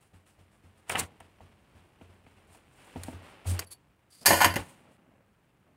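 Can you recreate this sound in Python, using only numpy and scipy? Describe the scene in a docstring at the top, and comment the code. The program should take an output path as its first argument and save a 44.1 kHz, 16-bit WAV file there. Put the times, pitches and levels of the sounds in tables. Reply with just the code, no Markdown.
"""Eraser and ruler on a drawing sheet.

Close up, in a quiet room, a hand holding pencil and eraser wipes lightly to and fro, rubs hard once,
shifts on the paper and taps the desk. A ruler is picked up, dropped flat with a clatter, pressed down
and nudged into place. Rubs are tiny slips on paper fibres; blows ring the modes of ruler and desk."""
import sys
import numpy as np
from scipy import signal
from scipy.fft import rfft, irfft, next_fast_len
from scipy.io import wavfile
from scipy.ndimage import uniform_filter1d, map_coordinates

SR = 44100
rng = np.random.default_rng(int(sys.argv[2]) if len(sys.argv) > 2 else 0)


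def inscribe(sig):
    """Save sig as 16-bit PCM at rate SR to the path in sys.argv[1].

    A 1-D sig is mono; a 2-D sig holds one channel per row.
    Samples are clipped to [-1, 1] before scaling.
    """
    pcm = np.round(np.clip(np.atleast_2d(sig).T, -1, 1) * 32767)
    wavfile.write(sys.argv[1], SR, pcm.astype(np.int16))


N = 254016
TIME = np.arange(N) / SR
AGE = TIME[:SR * 3 // 4]  # seconds since a blow


def amp(db):
    """Decibels to gain."""
    return 10 ** (np.asarray(db) / 20)


def unit(x):
    """Scale to rms 1."""
    return x / np.sqrt(np.mean(x ** 2) + 1e-20)


def white(like):
    """White noise of the same length."""
    return rng.standard_normal(len(like))


def along(points, hz):
    """Read (Hz, value) points on a log axis."""
    point_hz, values = np.transpose(points)
    return np.interp(np.log(hz + 1), np.log(point_hz + 1), values)


def filtered(x, response):
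    """Apply a frequency response."""
    size = next_fast_len(len(x) + SR // 4)
    return irfft(rfft(x, size) * response(np.fft.rfftfreq(size, 1 / SR)), size)[:len(x)]


def coloured(x, spectrum):
    """Shape x by a spectrum, to rms 1."""
    return unit(filtered(x, lambda hz: amp(along(spectrum, hz))))


def resonant(x, peaks):
    """Pass x through parallel resonances, to rms 1."""
    def response(f):
        return sum(amp(db) * 1j * f * width_hz / (hz * hz - f * f + 1j * f * width_hz)
                   for hz, width_hz, db in peaks)
    return unit(filtered(x, response))


def add(track, start_s, sound):
    """Mix a sound into the track."""
    part = track[round(start_s * SR):][:len(sound)]
    part += sound[:len(part)]


def fade(t60_s, attack_s):
    """Envelope of a blow."""
    return amp(-60 * AGE / t60_s) * (1 - np.exp(-AGE / attack_s))


def stroke(start_s, length_s, rise_s=0.011, t60_s=0.3):
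    """Envelope of a stroke: rise, hold, decay."""
    rise = np.clip((TIME - start_s) / rise_s, 0, 1)
    return rise * amp(-60 * np.maximum(TIME - start_s - length_s, 0) / t60_s)


def contact_time(hardness, soft_s, hard_s):
    """Harder contact, shorter attack."""
    return soft_s * (hard_s / soft_s) ** hardness


def fibres(slips_per_s, spread_db):
    """Friction: tiny slips of uneven size on the paper's fibres."""
    slips = rng.random(N) < slips_per_s / SR
    return slips * white(TIME) * amp(spread_db * white(TIME))


def catching(depth_db, rate_hz=70):
    """Uneven gain of friction that catches and lets go."""
    knots = rng.standard_normal(4096)
    return unit(amp(depth_db * map_coordinates(knots, [TIME * rate_hz], mode="wrap")))


# Each row: frequency in Hz, relative level in dB.
ROOM_SPECTRUM = [(15, -54.5), (25, -21.5), (44, -13.5), (64, -9.5), (101, 0.5), (188, -5), (410, -14.5),
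                 (762, -17.5), (1110, -18), (1570, -20), (2360, -25), (3340, -38.5), (15500, -36.5)]


def room_noise(level_db=-70):
    """The room's steady, low background."""
    return amp(level_db) * coloured(white(TIME), ROOM_SPECTRUM)


# Each row: frequency in Hz, reverberation time in seconds.
ROOM_T60 = [(150, 0.9), (1500, 0.32), (12000, 0.043)]


def room_echo(x, level_db=-23):
    """A small room's tail, dying faster in the treble."""
    hz, seconds, bins = signal.stft(white(AGE), SR, nperseg=256)
    decay = amp(-60 * seconds / along(ROOM_T60, hz)[:, None])
    _, tail = signal.istft(bins * decay, SR, nperseg=256)
    delayed = np.pad(x, (SR // 200, 0))
    return amp(level_db) * signal.fftconvolve(delayed, tail / np.linalg.norm(tail))[:N]


# Paper under firm and light contact. Each row: frequency in Hz, relative level in dB.
SCRAPE_SPECTRUM = [(50, -19), (120, -4), (250, -4), (400, -2.5), (800, -1), (1500, -6), (2800, -6),
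                   (3800, -15.5), (5500, -23), (9000, -50)]
HISS_SPECTRUM = [(1500, -11), (3500, -7.5), (6000, -9.5), (9000, 0.5), (12000, -12.5), (15500, -14)]
# Low desk modes. Each row: frequency in Hz, width in Hz, relative level in dB.
RUMBLE_MODES = [(56.4, 30, -2), (88, 29, -3.5), (126, 23, -6.5), (190, 60, -8), (290, 77, -16)]


def resting_hand(scrape_db=-69, hiss_db=-81, rumble_db=-66):
    """The hand lying on the sheet rustles and rumbles faintly; levels are for full contact."""
    contact = np.interp(TIME, [0, 1.1, 3.6, 3.85], [0.39, 1, 1, 0.45])
    scrape = amp(scrape_db) * coloured(fibres(2500, spread_db=1), SCRAPE_SPECTRUM)
    hiss = amp(hiss_db) * coloured(fibres(6000, spread_db=3), HISS_SPECTRUM)
    rustle = (scrape + hiss) * catching(depth_db=0.84, rate_hz=75)
    rumble = amp(rumble_db) * resonant(white(TIME), RUMBLE_MODES)
    return contact * (rustle + rumble)


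# Each row: start in seconds, length in seconds, level in dB.
FINGER_RUBS = [(4.209, 0.023, -53), (4.762, 0.16, -65.5), (4.975, 0.236, -66.5), (5.651, 0.074, -68)]
# Each row: frequency in Hz, relative level in dB.
SKIN_SPECTRUM = [(60, -19.5), (130, -4.5), (250, 0), (350, -9.5), (580, -5), (800, -12), (2800, -23),
                 (5000, -50.5)]


def fingers():
    """Skin creeps over ruler and sheet in soft, dull slips."""
    envelope = sum(amp(db) * stroke(start_s, length_s) for start_s, length_s, db in FINGER_RUBS)
    slips = coloured(fibres(2400, spread_db=2.3), SKIN_SPECTRUM)
    return envelope * slips * catching(depth_db=1.25, rate_hz=40)


def desk_loads(push_db=-49.5, ruler_db=-4.5, deep_slap_hz=302, db_per_octave=-9.5):
    """Start in seconds and boom in dB of each tap, push and ruler blow; deeper slaps boom more."""
    loads = [(start_s, boom_db) for start_s, *_, boom_db in TAPS]
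    loads += [(start_s, push_db) for start_s, _, direction in wipes() if direction > 0]
    loads += [(start_s, db + ruler_db + db_per_octave * np.log2(slap_hz / deep_slap_hz))
              for start_s, db, _, slap_hz in RULER_HITS]
    return loads


BOOM_HZ = 90
HAND_RESTS_S = [1.05, 3.23, 3.631, 4.62]


def desk_boom(light_t60_s=0.39, light_db=-45, ring_growth_per_db=0.02, thud_db=-5, rest_t60_s=0.14):
    """The desk top booms and thuds; heavier loads ring longer; the settling hand stills it."""
    out = np.zeros(N)
    for start_s, db in desk_loads():
        t60_s = light_t60_s * np.exp(ring_growth_per_db * max(db - light_db, 0))
        boom = np.sin(2 * np.pi * BOOM_HZ * AGE) * fade(t60_s, attack_s=0.012)
        thud = amp(thud_db) * resonant(white(AGE), RUMBLE_MODES) * fade(t60_s / 2, attack_s=0.0049)
        free_s = min([rest_s - start_s for rest_s in HAND_RESTS_S if rest_s > start_s], default=1)
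        stilled = amp(-60 * np.maximum(AGE - free_s, 0) / rest_t60_s)
        add(out, start_s, amp(db) * (boom + thud) * stilled)
    return out


def desk_shudder(level_db=-27.5, judder_db=-15):
    """The desk shudders under the dragging hand."""
    drag = stroke(start_s=3.458, length_s=0.077, rise_s=0.025, t60_s=0.25)
    boom = unit(np.sin(2 * np.pi * BOOM_HZ * TIME))
    judder = amp(judder_db) * resonant(white(TIME), RUMBLE_MODES)
    return amp(level_db) * drag * (boom + judder)


def wipes(count=7, first_s=0.004, period_s=0.126, fade_db_per_s=-10.5, scatter_db=1.5):
    """Eraser wipes, growing lighter: start in seconds, relative dB, direction (1 push, -1 pull)."""
    for k in range(count):
        db = fade_db_per_s * k * period_s + scatter_db * rng.standard_normal()
        yield first_s + k * period_s, db, 1 if k % 2 else -1


def short_strokes(wipe_s=0.033, wipe_db=(-65, -68), push_db=1.5, skid_s=0.05, skid_db=(-66, -77.5)):
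    """(Scrape, hiss) envelopes of wipes and skidding taps; a push scrapes more and hisses less."""
    moves = []
    for start_s, db, direction in wipes():
        gains = amp(wipe_db) * amp([db + direction * push_db, db - direction * push_db])
        moves.append(np.outer(gains, stroke(start_s, wipe_s)))
    return moves + [np.outer(amp(skid_db), stroke(start_s, skid_s)) for start_s, *_ in TAPS]


# Long rubs. Each row: time in seconds, scrape in dB, hiss in dB, both before the trim.
ERASER_RUB = [(.865, -69, -76.5), (.892, -49.5, -53), (.92, -34.5, -35), (.955, -42, -57.5),
              (.975, -33.5, -44), (.995, -33, -24.5), (1.015, -40.5, -43), (1.04, -43, -49),
              (1.09, -85, -79)]
HAND_SLIDE = [(2.47, -87, -77), (2.55, -68, -60.5), (2.64, -85, -86), (2.8, -58.5, -66), (3, -56, -66),
              (3.08, -53, -54.5), (3.19, -57, -72), (3.26, -52, -64.5), (3.441, -60, -78.5)]
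HAND_DRAG = [(3.444, -56, -71), (3.475, -48, -42), (3.51, -60, -38), (3.555, -46.5, -53.5),
             (3.629, -46, -56), (3.65, -60.5, -58)]
RULER_NUDGE = [(4.564, -40, -55), (4.602, -40.5, -47.5), (4.655, -58, -64), (4.7, -58, -60),
               (4.76, -64, -69.5), (4.88, -66, -81), (4.935, -68.5, -70), (4.97, -69, -80)]


def rubs(trim_db=-1, rumble_db=-12):
    """Rubbing on the sheet: pressure gives a grainy scrape and a rumble, light quick contact a hiss."""
    moves = short_strokes()
    for rub in (ERASER_RUB, HAND_SLIDE, HAND_DRAG, RULER_NUDGE):
        times_s, *levels_db = np.transpose(rub)
        moves.append(amp([np.interp(TIME, times_s, db, left=-np.inf, right=-np.inf) for db in levels_db]))
    scrape_gain, hiss_gain = np.sqrt(sum(move ** 2 for move in moves))
    scrape = coloured(fibres(7000, spread_db=2), SCRAPE_SPECTRUM)
    hiss = coloured(fibres(20000, spread_db=1.5), HISS_SPECTRUM)
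    rumble = amp(rumble_db) * resonant(white(TIME), RUMBLE_MODES)
    light = hiss_gain * hiss * catching(depth_db=1.7, rate_hz=110)
    pressed = scrape_gain * (scrape + rumble) * catching(depth_db=0.67)
    return amp(trim_db) * (pressed + light)


# Each row: start in seconds, level in dB, hardness (0 fingertip, 1 pencil point), knock pitch in Hz,
# desk boom in dB.
TAPS = [(.895, -27, 0.86, 800, -62), (.898, -26, 0.35, 900, -37), (0.9495, -28.5, 0.19, 800, -55),
        (0.9547, -20.5, 0.36, 800, -53), (1.012, -34, 0.35, 300, -37.5), (1.2029, -51, 0.73, 720, -69),
        (1.205, -45.5, 0.13, 720, -53.5), (1.405, -48, 0.1, 750, -46.5), (1.748, -62, .1, 400, -49),
        (2.012, -46, 0.16, 370, -47.5), (2.09, -65, 0, 350, -51.5), (2.264, -51.5, .2, 444, -63),
        (2.36, -68, 0.43, 400, -58), (2.486, -60, 0, 400, -58), (2.548, -51.5, 0.18, 790, -60),
        (2.9585, -30, 0, 328, -36), (3.0344, -34, 0.97, 600, -45), (3.0826, -30, 0, 355, -47),
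        (3.128, -39.5, 0, 338, -38.5), (3.455, -42, 0.13, 690, -43)]
# Each row: frequency in Hz, relative level in dB, relative ring time.
KNOCK_MODES = [(162, 3.5, 0.6), (250.6, -3.5, 2.42), (317, -7, 1.1), (440, -26, 0.2), (485, -9.5, 1.2),
               (659, -5, 1.4), (773, 4, 0.46), (926, -2, 1)]
# Each row: frequency in Hz, relative level in dB.
CLACK_SPECTRUM = [(700, -38), (1150, 0), (1600, -1), (2300, -0.5), (3000, -3), (3600, -15), (6000, -49.5)]


def taps(tick_t60_s=0.027, clack_t60_s=0.046, knock_t60_s=0.052, select_db=36.5, reach_octaves=0.97):
    """Hand, eraser and pencil land, damped by the paper; hardness favours knock, clack or tick."""
    out = np.zeros(N)
    for start_s, level_db, hardness, pitch_hz, _ in TAPS:
        attack_s = contact_time(hardness, soft_s=0.0011, hard_s=0.00008)
        share_db = -select_db * np.abs(hardness - np.array([0, 0.5, 1]))
        knock_db, clack_db, tick_db = level_db + share_db - share_db.max()
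        tick = amp(tick_db) * coloured(white(AGE), HISS_SPECTRUM) * fade(tick_t60_s, attack_s)
        clack = amp(clack_db) * coloured(white(AGE), CLACK_SPECTRUM) * fade(clack_t60_s, attack_s)
        add(out, start_s, tick + clack)
        for hz, db, life in KNOCK_MODES:
            reach = np.exp(-0.5 * (np.log2(hz / pitch_hz) / reach_octaves) ** 2)
            mode = np.sin(2 * np.pi * (hz * AGE + rng.random())) * fade(knock_t60_s * life, attack_s)
            add(out, start_s, amp(knock_db + db) * reach * mode)
    return out


# Each row: start in seconds, length in seconds, hiss in dB, singing in dB, pitch in Hz, width in Hz.
EDGE_SLIDES = [(3.659, .02, -70, -57, 4530, 40), (3.704, .02, -45.5, -42, 4500, 45.3),
               (4.097, 0.1, -61.5, -62.5, 4720, 300), (4.2, .035, -61, -58.5, 4850, 500),
               (4.45, 0.073, -53, -46.5, 4715, 170)]


def ruler_slides(upper_hz=11000, upper_width_hz=220, upper_db=-4.5):
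    """The ruler's edge hisses on the paper and sings at two resonances; the grip sets the lower one."""
    out = np.zeros(N)
    hiss = coloured(fibres(13000, spread_db=3.3), HISS_SPECTRUM)
    for start_s, length_s, hiss_db, sing_db, hz, width_hz in EDGE_SLIDES:
        sing = resonant(white(TIME), [(hz, width_hz, 0), (upper_hz, upper_width_hz, upper_db)])
        envelope = stroke(start_s, length_s, rise_s=0.016, t60_s=0.065)
        out += envelope * (amp(hiss_db) * hiss + amp(sing_db) * sing)
    return out * catching(depth_db=2.7, rate_hz=120)


# Each row: frequency in Hz, relative level in dB.
RULER_MODES = [(168, 1.5), (255, 1), (328, -3), (400, -4.5), (565, -5), (655, -10), (729, -2), (824, 0),
               (961, -2), (1028, 2.5), (1467, -1), (1525, -2), (1641, -4.5), (1724, -1.5), (1797, -1.5),
               (2035, -3), (2150, -3.5), (2400, -7), (2772, -8), (3090, 2.5), (4336, -3.5), (4620, 3.5),
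               (4720, 0), (4945, -2.5), (6684, 5.5), (7045, -1.5), (9118, 0), (9653, -2), (11040, -4),
               (11638, 1), (12493, -3)]


def ruler_body(grid_hz, base_width_hz=12, loss=0.0025, bed_db=-10.5, ripple_db=8):
    """Spectrum of strong modes, broadened by buzzing on the paper, over an uneven bed of weak ones."""
    power = sum(amp(db) ** 2 / (1 + (2 * (grid_hz - hz) / (base_width_hz + loss * hz)) ** 2) ** 2
                for hz, db in RULER_MODES)
    ripple = np.tanh(unit(uniform_filter1d(white(grid_hz), size=45)))
    bed = amp(bed_db) * unit(amp(ripple_db * ripple))
    return np.sqrt(power + bed ** 2)


# Each row: start in seconds, clack in dB, hardness (0 flat face, 1 bare edge), slap pitch in Hz.
RULER_HITS = [(3.592, -34, 0.88, 465), (4.251, -43.5, .45, 700), (4.2582, -19, 0.8, 950),
              (4.2641, -22.5, 0.89, 795.5), (4.2775, -26, 0.38, 400), (4.3064, -18.5, 0, 590),
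              (4.321, -27, 0.12, 450), (4.331, -27, 0.37, 556), (4.405, -22.5, 0.5, 907),
              (4.412, -18, .42, 998), (4.418, -19.5, .58, 950), (4.4324, -26, .6, 796),
              (4.4445, -13.5, 0.52, 890), (4.4524, -23.5, .42, 298.5), (4.539, -35, 0.6, 500),
              (4.5581, -28, 0.58, 195), (4.564, -27, 0.43, 450)]
# Ring in the hand, on end, lying flat, under the fingers. Each row: time in seconds, T60 in seconds.
RULER_T60 = [(3.6, 0.034), (4.255, 0.83), (4.305, 0.27), (4.45, 0.28), (4.55, .1)]
# Flat and edge landings. Each row: frequency in Hz, relative level in dB.
SLAP_SPECTRUM = [(60, -19.5), (150, 2), (300, -3.5), (430, -7.5), (600, -6.5), (1000, -4.5), (1250, -17),
                 (3000, -45)]
CRACK_SPECTRUM = [(2000, -37), (3600, -4.5), (4700, 0.5), (5600, -3), (8000, -1.5), (11700, -1.5),
                  (13500, -4), (15500, -9)]


def ruler_clatter(chatter_t60_s=0.039, ring_db=-8, treble_life=0.65, reach_octaves=0.55,
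                  press_s=4.46, held_t60_s=1.0):
    """Each contact chatters along the ruler, which rings on, damped further once the fingers press."""
    out = np.zeros(N)
    grid_hz = np.fft.rfftfreq(len(AGE), 1 / SR)
    body = ruler_body(grid_hz)
    low, middle, high = [body * amp(along(spectrum, grid_hz))
                         for spectrum in (SLAP_SPECTRUM, CLACK_SPECTRUM, CRACK_SPECTRUM)]
    for start_s, clack_db, hardness, slap_hz in RULER_HITS:
        slap_db = clack_db - 4 + 12.5 * (1 - hardness) ** 2  # the face drives the low modes
        crack_db = clack_db - 22 + 34 * hardness  # the edge drives the high ones
        slap = low / (1 + (np.log2((grid_hz + 1) / slap_hz) / reach_octaves) ** 2)
        chatter = fade(chatter_t60_s, contact_time(hardness, soft_s=0.0014, hard_s=0.00018))
        ring_t60_s = np.interp(start_s, *np.transpose(RULER_T60))
        held = amp(-60 * np.maximum(AGE - max(press_s - start_s, 0), 0) / held_t60_s)
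        for db, band, life in ((slap_db, slap, 1), (clack_db, middle, 1), (crack_db, high, treble_life)):
            vibration = unit(irfft(band * rfft(white(AGE)), len(AGE)))
            ring = amp(ring_db) * fade(ring_t60_s * life, attack_s=0.0036) * held
            add(out, start_s, amp(db) * vibration * (chatter + ring))
    return out


def scene():
    """Everything on the desk, its faint echo and the room's noise."""
    near = ruler_clatter() + ruler_slides() + taps() + rubs() + fingers() + resting_hand()
    return (near + room_noise() + desk_boom() + desk_shudder() + room_echo(near))[None]


def record(dry, low_cut_hz=41, top_hz=15800, edge_hz=300):
    """The small microphone loses the deepest bass; the treble ends at a band limit."""
    def response(hz):
        low_cut = hz ** 3 / np.sqrt(hz ** 6 + low_cut_hz ** 6)
        return low_cut * np.clip((top_hz - hz) / edge_hz + 0.5, 0, 1)
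    return np.array([filtered(channel, response) for channel in dry])


dry = scene()
out = record(dry)
inscribe(out)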